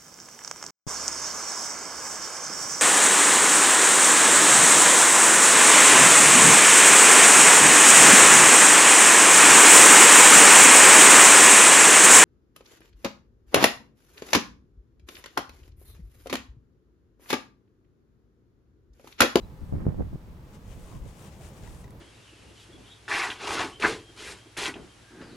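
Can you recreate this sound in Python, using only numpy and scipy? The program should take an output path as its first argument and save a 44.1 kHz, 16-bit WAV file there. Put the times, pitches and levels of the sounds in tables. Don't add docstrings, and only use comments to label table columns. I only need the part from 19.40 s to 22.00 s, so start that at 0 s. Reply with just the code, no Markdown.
import sys
import numpy as np
from scipy import signal
from scipy.fft import rfft, irfft
from scipy.io import wavfile

SR = 44100
rng = np.random.default_rng(int(sys.argv[2]) if len(sys.argv) > 2 else 0)


def dump_mix(stems):
    frames = np.atleast_2d(stems).T
    limited = np.clip(frames, -1, 1)
    pcm = np.round(limited * 32767).astype(np.int16)
    wavfile.write(sys.argv[1], SR, pcm)


N = 114660
TIME, FREQS = np.arange(N) / SR, np.fft.rfftfreq(N, 1 / SR)

# frequency in Hz, likeness (1 same, 0 unrelated).
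WIND_LIKENESS = [(40, 0.9), (80, 0.72), (150, 0.4), (380, -0.14), (2400, -0.52)]
# peak time, rise and fall in seconds, level in dB,
# frequency in Hz above which it dulls, how much louder the left is in dB.
EDDIES = [(.045, 0.072, .04, -41, 71, -0.5), (0.231, 0.012, .008, -33, 67, 9.5),
          (.29, 0.033, .03, -44.5, 118, 5), (.343, 0.015, 0.016, -26.5, 139, 2.5),
          (0.367, 0.0086, 0.017, -33, 133, 0), (.43, 0.062, 0.043, -35, 195, -2.5),
          (.48, 0.0061, 0.019, -25, 161, -3.5), (.515, 0.013, 0.076, -39, 209, -1.5),
          (0.593, 0.012, 0.018, -31, 204, -2.5), (.613, 0.0064, 0.0093, -27.5, 160, -3),
          (0.654, 0.075, 0.021, -36, 126, -2.5), (0.736, 0.0084, 0.013, -34.5, 113, 6),
          (.752, 0.0048, 0.0038, -37.5, 130, -2), (0.881, 0.013, 0.029, -43, 98, 0),
          (1.309, 0.023, 0.0083, -39.5, 70.5, 0), (1.372, 0.015, 0.04, -53, 108, -22),
          (1.561, 0.03, 0.023, -38.5, 107, -3.5), (1.623, 0.02, 0.0096, -37.5, 53.3, 6.5),
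          (1.66, 0.015, 0.016, -42, 142, -4), (2.25, 0.05, 0.058, -43.5, 87, -3)]
def eddy(peak, rise, fall, level_db, dull_hz, left_db):
    bass_cut_hz, treble_cut_hz, churn_db = 37, 1920, 1.5
    tone = FREQS ** 2 / (FREQS ** 2 + bass_cut_hz ** 2)
    tone /= np.hypot(1, (FREQS / dull_hz) ** 2.3)
    tone /= np.hypot(1, (FREQS / treble_cut_hz) ** 2)
    lag = TIME - peak
    swell = np.exp(-(lag / np.where(lag < 0, rise, fall)) ** 2 / 2)
    swirl = noise_pair(tone, WIND_LIKENESS) * swell * gain(churn_db * wobble(rate_hz=98))
    sides = gain(level_db + np.array([[left_db], [-left_db]]) / 2)
    return unit_level(swirl) * np.sqrt(np.mean(swell ** 2)) * sides


# time in seconds, left and right peak pressure
# (1 is full scale, minus is a pull), width in seconds.
POPS = [(0.3255, 0.051, -0.15, 0.00049), (0.3392, -0.075, .08, .0007), (.368, 0.014, 0.039, 0.0032),
        (0.4674, 0.3, 0.29, 0.00086), (0.476, 0.22, -.15, .0006), (0.4874, 0.045, 0.11, 0.0015),
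        (.524, -0.027, 0.083, .0006), (0.5449, -0.0031, -.05, 0.00028), (0.5881, 0.054, -0.093, 0.00076),
        (0.5968, 0.009, 0.098, 0.00031), (.604, 0.00018, 0.1, 0.00037), (0.608, 0.085, .13, 0.0005),
        (0.611, -0.12, 0.025, 0.00074), (0.6211, -0.012, -0.08, 0.00032), (0.7312, 0.008, -0.055, 0.00057),
        (0.7576, -0.048, -0.068, 0.0013)]
def pop(when, left, right, width):
    rounding_s, bass_cut_hz, treble_cut_hz = 0.00024, 55, 1480
    lag = TIME - when
    leaning_width = width * (1 - 0.19 * np.tanh(lag / rounding_s))
    spike = np.exp(-np.hypot(lag, rounding_s) / leaning_width) + 1e-20
    spike = signal.lfilter(*signal.butter(1, bass_cut_hz, "high", fs=SR), spike)
    spike = signal.lfilter(*signal.butter(2, treble_cut_hz, fs=SR), spike)
    return np.array([[left], [right]]) * spike / spike.max()


# frequency in Hz, relative strength in dB.
SPUTTER_TONE = [(100, -23.5), (400, 6), (1000, -2), (2000, -12.5), (3000, -28), (5000, -44), (16000, -65)]
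# time in seconds, level on the right in dB.
SPUTTER_LEVEL = [(.31, -80), (.35, -47), (.38, -51.5), (.41, -44.5), (.46, -50.5), (.51, -47.5),
                 (.555, -75), (.6, -59), (.623, -43), (.64, -60), (.78, -82)]
def sputter(clicks_per_s=1000, spread_db=6, left_db=-16):
    clicks = (rng.random((2, N)) < clicks_per_s / SR) * rng.choice([-1, 1], (2, N))
    clicks = clicks * gain(spread_db * rng.standard_normal((2, N)))
    crackle = unit_level(irfft(rfft(clicks) * gain(over_hz(SPUTTER_TONE)), N))
    blowing = (TIME > SPUTTER_LEVEL[0][0]) & (TIME < SPUTTER_LEVEL[-1][0])
    return blowing * crackle * gain(over_time(SPUTTER_LEVEL)) * gain([[left_db], [0]])


# frequency in Hz, relative strength in dB.
RUMBLE_TONE = [(10, -6), (25, 3.5), (50, 3), (90, -1), (160, -14), (400, -35), (2000, -74)]
# time in seconds, level on the right in dB.
RUMBLE_LEVEL = [(0, -49.5), (.17, -51), (.4, -35), (.7, -39), (.87, -54), (1.1, -56), (1.35, -49.5),
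                (1.65, -47.5), (1.9, -64), (2.15, -56), (2.27, -49), (2.42, -54), (2.6, -57)]
def rumble(left_db=-0.5):
    return shaped_noise(RUMBLE_TONE, WIND_LIKENESS, RUMBLE_LEVEL) * gain([[left_db], [0]])


# frequency in Hz, relative strength on the left and right in dB.
RUSTLE_TONE = [(151, -2, -4), (427, 10.5, 5), (880, 6.5, 5), (1490, 5, -7), (3130, 3.5, -6.5),
               (4240, -0.5, -19), (7300, 1, -11.5), (9700, -15.5, -18), (11500, -17, -20),
               (16000, -27, -28)]
# time in seconds, level in dB before the boost.
RUSTLE_STROKES = [(1.03, -92), (1.094, -69.5), (1.118, -73), (1.142, -62.5), (1.17, -66), (1.182, -76),
                  (1.326, -60.5), (1.358, -67.5), (1.494, -62), (1.566, -63.5), (1.61, -73), (1.686, -61.5),
                  (1.726, -65), (1.878, -59), (1.906, -67), (1.926, -61), (1.99, -68), (2.022, -59.5),
                  (2.078, -58.5), (2.11, -66), (2.186, -61.5), (2.218, -66), (2.23, -59.5), (2.438, -67),
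                  (2.442, -60.5), (2.468, -77)]
# frequency in Hz, relative strength in dB.
SILK_TONE = [(2000, -30), (5000, -11), (7000, -2.5), (8500, 2), (10000, 0.5), (11500, -6.5), (16000, -19)]
# time in seconds, level on the right in dB.
SILK_LEVEL = [(.15, -86), (.3, -72), (.38, -82), (1.09, -86), (1.15, -67.5), (1.2, -84), (1.3, -67),
              (1.36, -69), (1.47, -64.5), (1.56, -68.5), (1.63, -76), (1.685, -63), (1.73, -71), (1.8, -63),
              (1.865, -61.5), (1.91, -70.5), (1.98, -69), (2.04, -60.5), (2.085, -61), (2.125, -73.5),
              (2.18, -64), (2.21, -69), (2.28, -64), (2.42, -64), (2.46, -82), (2.6, -89)]
# frequency in Hz, likeness.
RUSTLE_LIKENESS = [(400, 1), (700, 0.9), (1300, 0.14), (2400, 0.71), (4400, 0.78), (8100, .6),
                   (11000, 0.39), (12000, .99)]
SILK_LIKENESS = [(5000, 1), (9000, 0.66), (11000, 0.4), (12000, 0.87)]
def rustle(boost_db=5, stop_s=2.47, grain_db=0.87, silk_left_db=-1):
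    tone = gain([over_hz(RUSTLE_TONE, column=1), over_hz(RUSTLE_TONE, column=2)])
    rubbing = (TIME > RUSTLE_STROKES[0][0]) & (TIME < stop_s)
    hiss = rubbing * noise_pair(tone, RUSTLE_LIKENESS) * gain(boost_db + over_time(RUSTLE_STROKES))
    silk = shaped_noise(SILK_TONE, SILK_LIKENESS, SILK_LEVEL) * gain([[silk_left_db], [0]])
    return (hiss + silk) * gain(grain_db * flicker(rate_hz=82))


# frequency in Hz, relative strength in dB.
BODY_TONE = [(150, -6), (300, -1), (420, 1.5), (520, 1.5), (700, -6.5), (900, -15.5), (1100, -10.5),
             (1500, -18), (4000, -28)]
# time in seconds, level in dB.
BODY_LEVEL = [(.9, -89), (1.1, -60.5), (1.22, -73), (1.32, -55.5), (1.55, -57), (1.67, -60.5),
              (1.74, -64.5), (1.83, -51), (1.93, -62), (2.02, -56.5), (2.28, -57.5), (2.42, -67),
              (2.6, -62)]
def rustle_body(rough_db=1.0):
    hollow = shaped_noise(BODY_TONE, RUSTLE_LIKENESS, BODY_LEVEL)
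    return hollow * gain(rough_db * wobble(rate_hz=35))


# peak time and half length in seconds,
# pitch and pitch spread in Hz, level in dB.
SCUFFS = [(1.532, 0.04, 1040, 200, -58), (1.663, 0.0053, 515, 130, -48.5), (2.01, 0.0075, 690, 129, -52.5)]
def scuff(peak, half_length, hz, spread_hz, level_db):
    ring = noise_pair(1 / (1 + (2 * (FREQS - hz) / spread_hz) ** 2), RUSTLE_LIKENESS)
    return gain(level_db) * ring * np.exp(-((TIME - peak) / half_length) ** 2 / 2)


# pitch in Hz, relative level in dB, seconds to fade by 60 dB.
KNOCK_NOTES = [(983, 1.5, 0.074), (1920, -1, 0.036), (2000, -2, 0.021), (3770, -6, 0.024)]
# start in seconds, knock and snap levels in dB before halving.
TICKS = [(2.275, -45, -64), (2.347, -56, -50), (2.443, -45.5, -55), (2.479, -50, -57), (2.506, -55, -47)]
def tick(start, knock_db, snap_db, snap_fade_s=0.022):
    age = np.clip(TIME - start, 0, .5)
    knock = sum(gain(knock_db + db - 60 * age / fade_s) * np.sin(2 * np.pi * hz * age)
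                for hz, db, fade_s in KNOCK_NOTES)
    bright_band = (FREQS > 3500) & (FREQS < 11900)
    snap = noise_pair(bright_band, SILK_LIKENESS) * gain(snap_db - 60 * age / snap_fade_s)
    return (TIME > start) * (knock + snap) / 2


def peep(start_s=.019, length_s=.032, rise_s=.012, fall_s=.002, hz=3962, level_db=-62.5):
    age = TIME - start_s
    swell = np.clip(np.minimum(age / rise_s, (length_s - age) / fall_s), 0, 1)
    return gain(level_db) * swell * np.sin(2 * np.pi * hz * age)


def hum(hz=848, waver_hz=1.8, level_db=-72.5):
    pitch = hz + waver_hz * wobble(rate_hz=4.35)
    return gain(level_db) * unit_level(np.sin(2 * np.pi * np.cumsum(pitch) / SR))


# frequency in Hz, relative strength in dB.
AIR_TONE = [(25, -14), (60, 1), (110, -1.5), (180, -4.5), (260, -13), (480, -18.5), (700, -23.5),
            (1000, -22.5), (1400, -28.5), (2400, -34.5), (4500, -39.5), (10000, -47), (12500, -45.5),
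            (16000, -49.5)]
# frequency in Hz, likeness.
AIR_LIKENESS = [(60, 0.81), (130, 1), (330, 0.92), (640, 0.54), (1400, 0.039), (3100, 0.12), (6800, 0.48),
                (10500, 0.32), (12000, 1)]
# time in seconds, level in dB.
AIR_LEVEL = [(0, -45.5), (.8, -47), (1.1, -46.5), (1.5, -48.5), (2.0, -47), (2.6, -45.5)]
def outdoor_air():
    return shaped_noise(AIR_TONE, AIR_LIKENESS, AIR_LEVEL)


def gain(db):
    return 10 ** (np.asarray(db) / 20)


def unit_level(x):
    return x / np.sqrt(np.mean(x ** 2) + 1e-20)


def over_hz(points, column=1):
    columns = np.transpose(points)
    return np.interp(np.log(FREQS + 1), np.log(columns[0] + 1), columns[column])


def over_time(points):
    return np.interp(TIME, *np.transpose(points))


def noise_pair(tone, likeness):
    left, unrelated = rfft(rng.standard_normal((2, N)))
    shared = np.clip(over_hz(likeness), -1, 1)
    right = shared * left + np.sqrt(1 - shared ** 2) * unrelated
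    return unit_level(irfft(np.array([left, right]) * tone, N))


def shaped_noise(tone, likeness, level):
    return noise_pair(gain(over_hz(tone)), likeness) * gain(over_time(level))


def wobble(rate_hz):
    return unit_level(irfft(rfft(rng.standard_normal(N)) / (1 + (FREQS / rate_hz) ** 2), N))


def flicker(rate_hz):
    return unit_level(irfft(rfft(rng.standard_normal(N)) * FREQS / (1 + (FREQS / rate_hz) ** 3), N))


def scene():
    wind = sum(eddy(*row) for row in EDDIES) + sum(pop(*row) for row in POPS) + sputter() + rumble()
    rubbing = rustle() + rustle_body() + sum(scuff(*row) for row in SCUFFS)
    ticks = sum(tick(*row) for row in TICKS)
    return wind + rubbing + ticks + outdoor_air() + hum() + peep()


def record(dry):
    top_hz = 16500
    treble_cut = signal.firwin(511, top_hz, window=("kaiser", 9), fs=SR)
    return signal.oaconvolve(dry, treble_cut[None], "same")


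dry = scene()
out = record(dry)
dump_mix(out)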